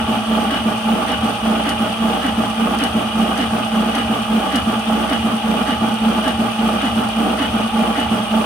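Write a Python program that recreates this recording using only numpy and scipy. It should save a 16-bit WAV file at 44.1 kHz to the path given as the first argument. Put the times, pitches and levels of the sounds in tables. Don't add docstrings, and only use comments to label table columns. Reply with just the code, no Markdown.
import sys
import numpy as np
from scipy import signal
from scipy.fft import rfft, irfft, next_fast_len
from scipy.io import wavfile
from scipy.ndimage import map_coordinates

SR = 44100
rng = np.random.default_rng(int(sys.argv[2]) if len(sys.argv) > 2 else 0)


def transcribe(signal):
    frames = np.atleast_2d(signal).T
    limited = np.clip(frames, -1, 1)
    pcm = np.round(limited * 32767).astype(np.int16)
    wavfile.write(sys.argv[1], SR, pcm)


N = 372644
TURN_S = 0.57352
TIME = np.arange(N) / SR
ONE_TURN = np.arange(round(TURN_S * SR)) / SR

# frequency_hz, level_db
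AIR_SPECTRUM = [(2000, -21.5), (3800, 3), (4600, 7), (5500, 4), (7000, -2), (8000, 0.5), (9400, 4.5),
                (11000, 1), (13500, -10), (15800, -13)]
# centre_hz, width_hz, lift_db, left_over_right_db
PIPE_MODES = [(4570, 210, -3.5, -18), (6100, 390, 4.5, -4.5), (8500, 280, 7.5, 9), (9050, 130, 11, 8.5),
              (9380, 170, 1, -15)]


def amp(db):
    return 10 ** (np.asarray(db) / 20)


def unit(x):
    return x / np.sqrt(np.mean(x ** 2) + 1e-20)


def along(points, hz):
    frequencies, values = np.transpose(points)
    return np.interp(np.log(hz + 1), np.log(frequencies + 1), values)


def wobble(rate):
    return map_coordinates(rng.standard_normal(int(N * rate / SR) + 4), [TIME * rate])


def every_turn(pattern, clock):
    return map_coordinates(pattern, [clock / TURN_S % 1 * len(pattern)], mode="grid-wrap")


def shaft(clock, order):
    return np.cos(2 * np.pi * order * clock / TURN_S)


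def swells(rows, clock, rise_s, fall_s, period_s=TURN_S):
    out = 0
    for start, length, height in rows:
        age = (clock - start) % period_s
        out = out + height * np.minimum(age / rise_s, 1) * np.exp(-np.maximum(age - length, 0) / fall_s)
    return out


def bursts(rows, decay_s, period_s, scatter_db):
    envelope = np.zeros(N)
    for start, db in rows:
        index, age = np.divmod(TIME - start, period_s)
        sizes = amp(db + scatter_db * rng.standard_normal(size=32))
        envelope += sizes[index.astype(int) + 1] * np.exp(-age / decay_s)
    return envelope * rng.standard_normal((2, N))


def grit(shape, per_s):
    return unit(rng.standard_normal(shape) * (rng.random(shape) < per_s / SR))


def teeth(clock, per_s, repeat):
    worn = np.array([every_turn(pattern, clock) for pattern in grit((2, len(ONE_TURN)), per_s)])
    return np.sqrt(repeat) * unit(worn) + np.sqrt(1 - repeat) * grit((2, N), per_s)


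def load(clock):
    # start_s, length_s, load_db
    strokes = [(.062, 0.098, 11), (.279, 0.18, 11), (.491, 0.082, 9.5)]
    return swells(strokes, clock, rise_s=.035, fall_s=.028)


def radiate(drives, spectrum, modes=()):
    # frequency_hz, correlation
    coherence = [(250, 0.93), (400, 0.96), (640, 0.5), (1400, 0.45), (3100, 0.023), (6000, 0)]
    # frequency_hz, left_over_right_db
    balance = [(200, -9.5), (380, -3), (700, 0.5), (1300, 0), (2300, 3), (4400, 0.5), (15000, 0.5)]
    size = next_fast_len(N + SR // 2, True) // 2 * 2
    hz = np.fft.rfftfreq(size, 1 / SR)
    gain_db, pan_db = along(spectrum, hz), along(balance, hz)
    for centre_hz, width_hz, lift_db, side_db in modes:
        bell = 1 / (1 + (2 * (hz - centre_hz) / width_hz) ** 2)
        gain_db += lift_db * bell
        pan_db += (side_db - along(balance, centre_hz)) * bell
    cepstrum = irfft(np.log(amp(gain_db)))
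    cepstrum[1:size // 2] *= 2
    cepstrum[size // 2 + 1:] = 0
    angle = np.arccos(np.clip(along(coherence, hz), -1, 1)) / 2
    mid, side = rfft(drives, size) * np.exp(rfft(cepstrum)) * [np.cos(angle), np.sin(angle)]
    stereo = np.array([mid + side, mid - side]) * amp([pan_db / 2, -pan_db / 2])
    return unit(irfft(stereo)[:, :N])


def hum(clock):
    # cycles_per_turn, level_db
    mesh_tones = [(51, -52), (94, -44.5), (109, -35), (163, -38), (197, -40), (267, -42), (357, -42.5)]

    def tone(order):
        return np.sqrt(2) * np.sin(2 * np.pi * (order * clock / TURN_S + rng.random()))

    frame_db = -51 + swells([(.255, .42, 11.8)], clock, rise_s=0.037, fall_s=0.08)
    motor_db = -46 + swells([(.535, .25, 10.5)], clock, rise_s=0.077, fall_s=0.01)
    low = amp(frame_db) * tone(order=37) * amp([[-.5], [.5]]) + amp(motor_db) * tone(order=68)
    mesh = sum(amp(db + 1.5 * wobble(5)) * tone(order) for order, db in mesh_tones)
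    return low + mesh * unit(amp(load(clock))) * amp([[-1], [1]])


def motor(clock):
    # frequency_hz, level_db
    spectrum = [(1200, -29.5), (2200, -12.5), (2600, -0.5), (3300, -0.5), (3900, -11.5), (6000, -41)]
    # centre_hz, width_hz, lift_db, left_over_right_db
    case_modes = [(2430, 98, 7.5, 2), (2897, 58, 9, -1), (3200, 64, 2, 5.5), (3410, 18, -1, 0)]
    buzz_db = 1.5 * shaft(clock, order=68) + 1.8 * shaft(clock, order=18) + 1.6 * wobble(50)
    return amp(-31) * radiate(amp(buzz_db) * grit((2, N), per_s=14000), spectrum, case_modes)


def air(clock):
    flutter_db = 0.12 * load(clock) + .7 * shaft(clock, order=34) + 0.96 * wobble(90)
    flow = amp(flutter_db) * grit((2, N), per_s=12000)
    sizzle = amp(-39.5) * radiate(flow, AIR_SPECTRUM, PIPE_MODES)
    hiss = amp(-56) * radiate(rng.standard_normal((2, N)), [(5000, -20), (11000, 0), (15800, -3)])
    return sizzle + hiss


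def rumble():
    spectrum = [(15, -9), (35, -28), (58, 5.5), (85, -2.5), (110, 6.5), (200, -22), (1000, -80)]
    return amp(-42) * radiate(rng.standard_normal((2, N)), spectrum)


def gears(clock):
    # start_s, level_db
    knocks = [(.009, -8.5), (.120, -3), (.150, -2.5), (.277, -3), (.310, 3), (.377, 1), (.422, -24),
              (.452, 5.5), (.535, 3.5)]
    # frequency_hz, level_db
    spectrum = [(100, -51), (250, -34), (400, -14), (540, -13), (700, -0.5), (870, -5), (950, -10),
                (1300, -3.5), (1550, -8.5), (1750, -18), (2200, -17), (3300, -12.5), (4000, -30),
                (7000, -55.5)]
    # centre_hz, width_hz, lift_db, left_over_right_db
    housing_modes = [(625, 75, 10.5, -4), (773, 24, 5.5, 9.5), (811, 34, 6.5, -2.5), (845.3, 14, 11.5, -6),
                     (874, 21, 9.5, -3), (1015, 21, 1, -10), (1169, 137, 9, -10.5), (1460, 58, 4.5, -1.5)]
    layshaft = shaft(clock - .008, order=17)
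    throb_db = 0.6 * layshaft + 2 * shaft(clock, 36) + shaft(clock, 108) + shaft(clock, 133)
    grinding = unit(amp(0.41 * load(clock) + throb_db)) * teeth(clock, per_s=14000, repeat=0.067)
    knocking = amp(1.5) * bursts(knocks, decay_s=0.007, period_s=TURN_S, scatter_db=0.4)
    whine_hz = 809.7 + 5.99 * wobble(20)
    whine_db = -33 + 6 * layshaft + 2 * wobble(40)
    whine = amp(whine_db) * np.sin(2 * np.pi * np.cumsum(whine_hz) / SR)
    return amp(-23) * radiate(grinding + knocking, spectrum, housing_modes) + whine


def room(sound):
    # frequency_hz, t60_s
    decay_times = [(200, 0.19), (2000, 0.2), (10000, 0.23)]
    hz, age, noise = signal.stft(rng.standard_normal((2, SR // 2)), SR, nperseg=256)
    colour = amp(along([(300, -36), (700, 9)], hz))[:, None]
    decay = amp(-60 * age / along(decay_times, hz)[:, None])
    tail = signal.istft(noise * colour * decay, SR, nperseg=256)[1]
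    return signal.fftconvolve(sound, tail / np.linalg.norm(tail[0]), axes=1)[:, :N]


def piston(clock):
    # frequency_hz, level_db
    spectrum = [(120, -55), (190, -8.5), (260, 0.5), (300, -3.5), (380, -5), (450, 1.5), (540, -4),
                (640, 1), (730, -0.5), (950, -18.5), (2000, -33)]
    # centre_s, pitch_hz, fall_hz_per_s, half_length_s, level_db
    thumps = [(.055, 76, 150, .022, -30), (.536, 280, 1500, .013, -25.5)]
    force = amp(load(clock)) * teeth(clock, per_s=6000, repeat=0.54)
    out = amp(-29.5) * radiate(force, spectrum, [(480, 11, 4.1, -3.9)])
    for centre, hz, fall, half_length, db in thumps:
        age = (clock - centre + TURN_S / 2) % TURN_S - TURN_S / 2
        cycles = hz * age - fall * age ** 2 / 2 + 0.13 * wobble(1.675)
        envelope = amp(db + wobble(1.57)) * np.exp(-(age / half_length) ** 2)
        out += envelope * np.sqrt(2) * np.sin(2 * np.pi * cycles)
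    return out


def drone(clock):
    # start_s, length_s, level_db
    surges = [(0.082, 0.03, -17), (0.177, .038, -30), (0.279, 0.0302, -20), (0.316, 0.053, -17.5),
              (0.416, 0.042, -31), (0.528, 0.062, -31)]
    rest_hz, stiffen_hz = 219.6, 3.5
    swoop_start_s, settle_s = .521, .024
    heights = [(start, length, amp(db)) for start, length, db in surges]
    level = amp(-28.5) + swells(heights, ONE_TURN, rise_s=0.0076, fall_s=0.0049)
    swoop_hz = 81.7 * np.exp(-((ONE_TURN - swoop_start_s) % TURN_S) / settle_s)
    cycles = np.cumsum(rest_hz + stiffen_hz * level / level.max() + swoop_hz) / SR
    cycles *= np.round(cycles[-1]) / cycles[-1]
    song = every_turn(np.sqrt(2) * level * np.sin(2 * np.pi * cycles), clock + 0.00027 * wobble(11))
    shudder_spectrum = [(150, -71), (185, -2), (235, -12), (275, -11), (360, -40.5)]
    shudder = radiate(teeth(clock, per_s=1700, repeat=0.3), shudder_spectrum)
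    roughness = amp(-18) * shudder * every_turn(level, clock)
    return amp(.5 * wobble(7)) * (song * amp([[-.7], [.7]]) + roughness)


def after_ring(clock):
    # time_s, level_db
    drift = [(0, -24), (1.5, -29.5), (3.2, -28.5), (5.5, -26.5), (7.2, -26), (8.4, -26)]
    shaking = amp(load(clock - .025)) * teeth(clock, per_s=3000, repeat=.2)
    spectrum = [(130, -36.5), (180, -8), (250, -5), (310, -10), (420, -40)]
    ring = radiate(shaking, spectrum, [(222.7, 64, 25, 1.0)])
    return amp(np.interp(TIME, *np.transpose(drift))) * ring


def valve(clock):
    # start_s, length_s, rasp_lift_db
    blow_off = [(.491, 0.084, 9)]
    # frequency_hz, level_db
    spectrum = [(150, -25), (280, 1.5), (420, -2.5), (900, -16.5), (1400, 4.5), (2000, 2.5), (2500, -9.5),
                (3000, 2), (4000, -11), (8000, -37)]
    # start_s, relative_level_db
    ticks = [(.206, -3), (.490, -8), (.509, -2), (.544, 0)]
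    # start_s, relative_level_db
    snaps = [(1.6914, -16), (2.787, -20), (2.8376, -16), (3.9526, -20), (4.558, -12.5)]
    rasp_db = 0.24 * load(clock) + swells(blow_off, clock, rise_s=.008, fall_s=.008)
    rasp = amp(-33) * radiate(amp(rasp_db) * teeth(clock, per_s=9000, repeat=0.17), spectrum)
    build_up = amp(1.36 * swells(blow_off, clock, rise_s=0.069, fall_s=0.015))
    ring = amp(-36.8) * unit(build_up * np.sin(2 * np.pi * (2936 * TIME + .18 * wobble(70))))
    tick_drive = bursts(ticks, decay_s=.006, period_s=TURN_S, scatter_db=1.8)
    snap_drive = bursts(snaps, decay_s=.0055, period_s=N / SR, scatter_db=0)
    ticking = amp(-49) * radiate(tick_drive, AIR_SPECTRUM, PIPE_MODES)
    snapping = amp(-51) * radiate(snap_drive, AIR_SPECTRUM, [(10000, 3000, 3.4, 0)])
    return rasp + ring * amp([[1.5], [-1.5]]) + ticking + snapping


def judder(clock):
    # start_s, length_s, level_db
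    stroke = [(7.187, 0.083, -23.5)]
    spectrum = [(140, -31), (190, -4), (290, 1), (360, -12), (480, -12), (700, -46)]
    shake = radiate(grit((2, N), per_s=2300), spectrum, [(217, 77, 1.8, -1.1)])
    heights = [(start, length, amp(db)) for start, length, db in stroke]
    return shake * swells(heights, clock, rise_s=0.018, fall_s=.02, period_s=N / SR)


def scene():
    clock = TIME + 0.00028 * wobble(1.226)
    clatter = gears(clock) + motor(clock) + valve(clock) + air(clock)
    housing = drone(clock) + after_ring(clock) + judder(clock)
    return housing + hum(clock) + piston(clock) + clatter + amp(-8.5) * room(clatter) + rumble()


def record(dry):
    cutoff_hz = 15850
    size = next_fast_len(N + SR // 2)
    passband = np.fft.rfftfreq(size, 1 / SR) < cutoff_hz
    return irfft(rfft(dry, size) * passband, size)[:, :N]


dry = scene()
out = record(dry)
transcribe(out)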